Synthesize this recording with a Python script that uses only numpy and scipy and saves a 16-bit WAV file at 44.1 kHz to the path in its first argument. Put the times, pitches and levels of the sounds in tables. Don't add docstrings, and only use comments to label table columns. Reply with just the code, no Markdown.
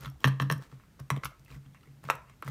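import sys
import numpy as np
from scipy import signal
from scipy.fft import rfft, irfft, next_fast_len
from scipy.io import wavfile
from scipy.ndimage import map_coordinates

SR = 44100
rng = np.random.default_rng(int(sys.argv[2]) if len(sys.argv) > 2 else 0)


def wav_record(signal):
    frames = np.transpose(np.atleast_2d(signal))
    bounded = np.clip(frames, -1, 1)
    quanta = np.round(bounded * 32767).astype(np.int16)
    wavfile.write(sys.argv[1], SR, quanta)


def natural_amplitude(level_db):
    exponent = np.asarray(level_db, float) / 20
    return 10 ** exponent


N = 110250

# frequency [Hz], density [dB per Hz].
HUM_AND_HISS = [(15, -18), (33, -5.5), (165, -8), (400, -22), (750, -27), (1300, -27), (2000, -30),
                (3000, -33.5), (15700, -40.5)]
# start [s], level
# [dB], t60 [s], loaded pitch of the main mode [Hz].
BOOMS = [(0.0, -42, 0.43, 135), (0.065, -29, 0.23, 134), (0.2489, -14, 0.38, 134),
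         (0.406, -22, 0.52, 136.7), (0.5072, -18, 0.2, 145.2), (0.553, -29, 0.3, 135.8),
         (0.721, -39, 0.37, 132), (1.002, -33.5, 0.24, 134.7), (1.1126, -20, 0.25, 135.5),
         (1.163, -30, 0.25, 134.3), (1.244, -33.5, 0.19, 136), (1.39, -50, 0.44, 136.8),
         (1.502, -42, 0.42, 132.6), (1.558, -33.5, 0.2, 137.7), (1.659, -44, 0.41, 135.7),
         (1.779, -58, 0.21, 138.6), (1.875, -45, 0.58, 138.7), (2.045, -37, 0.38, 138),
         (2.137, -35, 0.1, 133.6), (2.253, -56.5, 0.99, 132.8), (2.448, -35, 0.38, 139.2),
         (2.476, -28, 0.39, 130)]
# frequency [Hz], level [dB], share of the push's t60 [ratio].
BOARD_MODES = [(134.9, 0.5, 0.95), (104.3, -12, 0.43), (190.5, -15, 0.72), (263.5, -13, 0.35),
               (292, -25.5, 1), (474, -29, 0.57)]
DAMPS = [
    .178,
    .5,
    .546,
    .62,
    .785,
    1.188,
    1.31,
    2.23,
    2.474,
    9,
]
# centre [s], level [dB], pitch [Hz].
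LEANS = [(.01, -44.5, 60.6), (0.159, -48, 69), (1.029, -50.5, 63), (1.175, -38.5, 232), (1.272, -47, 60.3),
         (1.368, -58.5, 48.6), (1.551, -45.5, 55.7), (2.209, -57, 62.5), (.12, -57, 736), (.16, -58, 766),
         (0.598, -48, 470), (1.32, -53, 640), (1.877, -56.5, 420), (2.431, -49.5, 305)]
# start [s], length [s], level [dB].
RUBS = [
    (0, 0.072, -51),
    (0.199, 0.051, -58),
    (0.598, 0.081, -57.5),
    (0.687, 0.093, -66.5),
    (0.992, 0.018, -52),
    (1.231, 0.019, -50),
    (1.48, 0.1, -58),
    (2.03, 0.09, -55),
    (2.444, 0.069, -51),
]
# frequency [Hz], density [dB per Hz].
SKIN = [(100, -43.5), (250, -4), (700, -15.5), (1200, -9), (2300, -19), (3300, -19.5), (9000, -27.5),
        (13000, -33), (15000, -28)]
# time [s], peak
# [dB].
PEELS = [(.008, -43), (.036, -63.5), (.2424, -32), (.399, -49), (.4997, -39.5), (1.1025, -32), (1.109, -49),
         (1.165, -63), (1.247, -27), (1.255, -29), (1.395, -53), (1.448, -49.5), (2.039, -46.5),
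         (2.088, -57), (2.0993, -35), (2.104, -25.5), (2.153, -39.5), (2.4232, -43), (2.446, -51.5),
         (2.477, -45), (2.483, -41)]
# frequency [Hz], width [Hz], level [dB].
FILM = [(5400, 3700, 0), (8800, 1200, 4), (11730, 3300, 4.5), (14900, 2000, -15)]
# time [s], peak [dB], pitch [Hz].
CATCHES = [(0.024, -55, 3200), (.047, -43, 3780), (.058, -36.5, 3480), (1.164, -42, 3600),
           (1.176, -44, 3200), (2.478, -36, 2050), (.204, -53, 3260), (0.237, -56, 3100),
           (1.4612, -54, 2600), (1.481, -50.5, 2000), (1.49, -64, 1700), (1.504, -49, 2700),
           (1.514, -49, 4000), (1.5235, -47, 2380), (1.54, -56, 1100), (1.552, -50, 2000),
           (1.663, -57.5, 3190), (1.738, -60.5, 3400), (1.809, -61, 2050), (1.810, -59.5, 4000),
           (1.832, -56.5, 2850), (1.837, -58, 1400), (1.857, -56.5, 1960), (1.873, -57, 2160)]
# time [s], peak [dB], brightness [dB per octave].
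POPS = [(.024, -42, -4.5), (.048, -32.5, 3), (.058, -33, 2), (.068, -42, -2), (.077, -41.5, 5.5),
        (.229, -51.5, -5.5), (.716, -49, 6), (1.235, -24.5, 0.5), (1.2435, -38.5, 6), (1.2543, -22, 2.5),
        (1.263, -50, 3), (2.0875, -25.5, -6.5), (2.4245, -25.5, -2.5), (2.477, -31, -9)]
# frequency [Hz], width [Hz], level [dB].
BUBBLE = [(594, 120, -15), (998, 150, -10.5), (1014, 200, -2.5), (1305, 160, 4.5), (1703, 300, -3.5),
          (2160, 98, 2.5), (2440, 380, -6.5), (4000, 1300, -8.5), (5800, 1500, -18.5), (10000, 5100, -29.5)]
# time [s], peak [dB].
TICKS = [(0.064, -46), (0.087, -50), (.099, -46), (.205, -47.5), (.219, -55.5), (.249, -28.5),
         (0.2564, -31.5), (0.272, -34), (.2805, -32), (.408, -59), (.413, -42), (0.418, -35.5), (.426, -40),
         (0.5138, -24.5), (.523, -25.5), (.535, -42), (.548, -53.5), (.579, -43.5), (0.999, -45.5)]
# frequency [Hz], width [Hz], level [dB].
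LOOSE_PART = [(5550, 260, 5), (9200, 1800, -6), (12000, 1600, -2), (14600, 2200, -7)]
# time [s], peak [dB], brightness [dB per octave].
KNOCKS = [(.2423, -7, -0.5), (.2575, -27, -2.5), (.2735, -19.5, -5.5), (.2755, -26.5, 2.5),
          (.287, -30.5, 0), (.3988, -15.5, -1), (.409, -32.5, -1.5), (.4185, -32.5, -2.5), (.4215, -23, -2),
          (.4995, -14, -1.5), (.5105, -23, -4), (.5225, -22.5, -0.5), (.724, -44, -10),
          (.992, -44.5, -10.5), (.9995, -41, -9.5), (2.039, -37.5, -7.5)]
# frequency [Hz], width [Hz], level [dB].
FRAME = [(442, 750, -10), (596, 150, -22.5), (1163, 120, 4), (1700, 260, 6), (1824, 100, 8.5),
         (2310, 140, -12.5), (2700, 190, 4.5), (3185, 140, 6.5), (3980, 220, 3), (4320, 89, 1),
         (4790, 200, -12), (5530, 250, -4.5), (6520, 770, -6.5), (10500, 6000, -3)]
# start [s], length [s], level [dB].
SCRAPES = [
    (.79, 0.067, -73.5),
    (1.455, 0.095, -69),
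    (1.65, 0.02, -72),
    (1.745, 0.035, -63.5),
    (1.8, 0.16, -77),
    (2.04, 0.035, -62.5),
    (2.27, 0.077, -66),
]
# frequency [Hz], width [Hz], level [dB].
NAIL = [(1200, 300, -5), (2100, 250, 0), (2750, 250, -2)]
# time [s], peak [dB].
TAPS = [
    (.798, -48.5),
    (.836, -50),
    (1.66, -57),
    (1.833, -55.5),
    (1.873, -59),
]
# time [s], peak [dB], brightness [dB per octave].
SLAPS = [
    (1.1027, -14, 0),
    (1.163, -33, 0),
    (1.169, -34.5, -9.5),
    (1.746, -45.5, -0.5),
    (2.297, -44, 1.5),
]
# frequency [Hz], width [Hz], level [dB].
RIM = [(377, 220, -5), (1100, 190, 7.5), (1700, 120, 0.5), (2050, 290, 3.5), (2560, 370, -4),
       (2905, 130, -7.5), (3200, 270, 2.5), (3940, 130, 0.5), (5050, 660, -26), (5840, 320, 0),
       (6400, 200, 2), (6940, 580, -4.5), (8910, 2600, 3.5), (13100, 4000, -23)]
# time [s], peak [dB], brightness [dB per octave].
CRACKS = [
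    (2.0995, -6.5, -0.5),
    (2.1085, -32.5, -13),
]
# frequency [Hz], width [Hz], level [dB].
DOME = [(590, 390, -8.5), (998, 110, -3), (1323, 160, 6), (1880, 130, -3.5), (2480, 240, 1.5),
        (2700, 93, 3.5), (3100, 270, -8.5), (3760, 240, -9.5), (4230, 200, -6), (5510, 270, -5),
        (6080, 220, -4), (7600, 1500, -8), (11550, 10000, -16)]
# delay [s], level [dB].
NEAR_WALLS = [
    (.0045, -14),
    (.009, -15),
    (0.0128, -15),
    (0.023, -25.5),
    (0.039, -25),
]
# frequency [Hz], t60 [s].
ROOM_DECAY = [(200, 0.4), (1200, 0.37), (3000, 0.29), (6000, 0.25), (14000, 0.17)]


def unit(x):
    return x / np.sqrt(np.mean(x ** 2) + 1e-20)


def along(points, hz):
    f, v = np.transpose(points)
    return np.interp(np.log(hz + 1), np.log(f + 1), v)


def filtered(x, response):
    m = next_fast_len(len(x) + min(len(x) // 2, SR // 4))
    return irfft(rfft(x, m) * response(np.fft.rfftfreq(m, 1 / SR)), m)[:len(x)]


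def add(track, s, sound):
    part = track[max(round(s * SR), 0):][:len(sound)]
    part += sound[:len(part)]


def resonance(f, hz, width):
    return 1j * f * width / (hz * hz - f * f + 1j * f * width)


def alternating(body):
    return (-1) ** np.arange(len(body))


def floor():
    def colour(f):
        return natural_amplitude(along(HUM_AND_HISS, f)) * (1 + 0.28 * np.abs(resonance(f, 135, 14)))
    return natural_amplitude(-60.5) * unit(filtered(rng.standard_normal(N), colour))


def booms():
    swell_s, damp_t60, unloaded_hz = 0.0052, 0.041, 135
    out, t = np.zeros(N), np.arange(SR // 2) / SR
    for s, db, t60, loaded_hz in BOOMS:
        luck = rng.standard_normal(len(BOARD_MODES))
        luck[0] = 0
        ring = np.zeros(len(t))
        for r, (hz, mode_db, share) in zip(luck, BOARD_MODES):
            decay = natural_amplitude(mode_db + 2 * r - 60 * t / (t60 * share))
            ring += decay * np.sin(2 * np.pi * hz * loaded_hz / unloaded_hz * t + r)
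        next_damp = min(d for d in DAMPS if d > s)
        held = np.maximum(t + s - next_damp, 0)
        swell = (1 - np.exp(-t / swell_s)) ** 2
        add(out, s, natural_amplitude(db - 60 * held / damp_t60) * swell * ring)
    return out


def leans():
    cycles = 1.8
    out, t = np.zeros(N), np.arange(SR // 2) / SR
    for s, db, hz in LEANS:
        bump = np.exp(-(t * hz / cycles - 2) ** 2)
        add(out, s - 2 * cycles / hz, natural_amplitude(db) * bump * np.sin(2 * np.pi * hz * t))
    return out


def strokes(rows):
    t, level = np.arange(N) / SR, np.zeros(N)
    for s, length, db in rows:
        level += natural_amplitude(db) * np.abs(np.sin(np.pi * np.clip((t - s) / length, 0, 1))) ** 0.5
    return level


def uneven_grip():
    return natural_amplitude(3 * map_coordinates(rng.standard_normal(N // 100), [np.arange(N) / SR * 300]))


def rubs(grip):
    skin = filtered(rng.standard_normal(N), lambda f: natural_amplitude(along(SKIN, f)))
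    return strokes(RUBS) * unit(grip * skin)


def bursts(events, body):
    t60 = 0.017
    out, t = np.zeros(N), np.arange(SR // 30) / SR
    hz, width, level = np.transpose(body)[:, :, None]
    for s, db in events:
        gains = natural_amplitude(2 * rng.standard_normal(len(body))) * alternating(body)
        gains = gains[:, None] * natural_amplitude(level)
        noise = rng.standard_normal(len(t)) * natural_amplitude(-60 * t / t60)
        burst = filtered(noise, lambda f: (gains * resonance(f, hz, width)).sum(0))
        add(out, s, natural_amplitude(db - 1) * burst / np.abs(burst).max())
    return out


def peels():
    return bursts(PEELS, FILM)


def catches():
    cycles = 13
    out, t = np.zeros(N), np.arange(SR // 50) / SR
    for s, db, hz in CATCHES:
        rough = 1 + 0.4 * rng.standard_normal(len(t))
        add(out, s, natural_amplitude(db - 20 * t * hz / cycles) * np.sin(2 * np.pi * hz * t) * rough)
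    return out


def strikes(events, body, snap_s, lag_cycles):
    narrowest_hz, rise_hz = 150, 890
    chatter_db, chatter_t60, chatter_wider, chatter_dull_hz = -7, 0.062, 3.2, 2560
    out, t = np.zeros(N), np.arange(SR // 8) / SR
    hz, width, level = np.transpose(body)[:, :, None]
    width = np.maximum(width, narrowest_hz)
    for s, db, *bright in events:
        luck = rng.standard_normal((len(body), 1))
        noise = rng.standard_normal((3, len(t)))
        snap = (1 + noise[0] / 6) * t * np.exp(-t / snap_s)
        grains = noise[1] * np.abs(noise[2]) * natural_amplitude(-60 * t / chatter_t60)
        tilt = sum(bright) * np.log2(hz / 1500)
        gains = alternating(body)[:, None] * natural_amplitude(level + 1.2 * luck + tilt)

        def shell(f, w):
            late = np.exp(-2j * np.pi * lag_cycles * f / hz)
            return (gains * resonance(f, hz, w) * resonance(f, hz, w + rise_hz) * late).sum(0)

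        def settling(f):
            return shell(f, chatter_wider * width) / (1 + 1j * f / chatter_dull_hz)

        ring = filtered(snap / np.linalg.norm(snap), lambda f: shell(f, width))
        ring = ring + natural_amplitude(chatter_db) * filtered(grains / np.linalg.norm(grains), settling)
        add(out, s, natural_amplitude(db) * ring / np.abs(ring).max())
    return out


def pops():
    return strikes(POPS, BUBBLE, snap_s=0.00025, lag_cycles=0.39)


def ticks():
    return bursts(TICKS, LOOSE_PART)


def knocks():
    return strikes(KNOCKS, FRAME, snap_s=0.0001, lag_cycles=1.085)


def scrapes(grip):
    def frame(f):
        return sum(sign * natural_amplitude(db) * resonance(f, hz, w) for sign, (hz, w, db) in zip(alternating(NAIL), NAIL))
    return strokes(SCRAPES) * unit(filtered(rng.standard_normal(N) * grip, frame))


def taps():
    return strikes(TAPS, BUBBLE, snap_s=0.00025, lag_cycles=0.39)


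def slaps():
    return strikes(SLAPS, RIM, snap_s=0.0001, lag_cycles=0.8)


def cracks():
    return strikes(CRACKS, DOME, snap_s=0.0001, lag_cycles=0.48)


def walls(near):
    def echoes(f):
        return sum(natural_amplitude(db) * np.exp(-2j * np.pi * f * s) for s, db in NEAR_WALLS) / (1 + (f / 5000) ** 2)
    return filtered(near, echoes)


def room(near):
    delay_s = 0.0032
    out, step = np.zeros(N), SR // 10
    for a in range(0, N, step):
        hz, t, z = signal.stft(rng.standard_normal(SR // 2), SR, nperseg=256)
        decay = natural_amplitude(-60 * t / along(ROOM_DECAY, hz)[:, None])
        tail = signal.istft(z * decay, SR, nperseg=256)[1]
        add(out, a / SR + delay_s, signal.fftconvolve(near[a:a + step], tail / np.linalg.norm(tail)))
    return out


def scene():
    near = knocks() + slaps() + pops() + taps() + cracks()
    near = near + catches() + ticks() + peels()
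    grip = uneven_grip()
    near = near + rubs(grip) + scrapes(grip)
    mix = near + walls(near) + natural_amplitude(-14) * room(near) + booms() + leans() + floor()
    return mix[None]


def roll_off(x):
    return signal.sosfilt(signal.butter(12, 16550, fs=SR, output="sos"), x)


def record(dry):
    dip_hz, dip_db, top_hz, low_hz = 10220, -4.5, 15650, 29

    def microphone(f):
        dip = natural_amplitude(dip_db * np.exp(-((f - dip_hz) / 600) ** 2))
        return dip / (1 + (f / top_hz) ** 80) / (1 + (low_hz / (f + 1)) ** 8)

    mix = filtered(dry[0], microphone)[None]
    return roll_off(mix)


dry = scene()
out = record(dry)
wav_record(out)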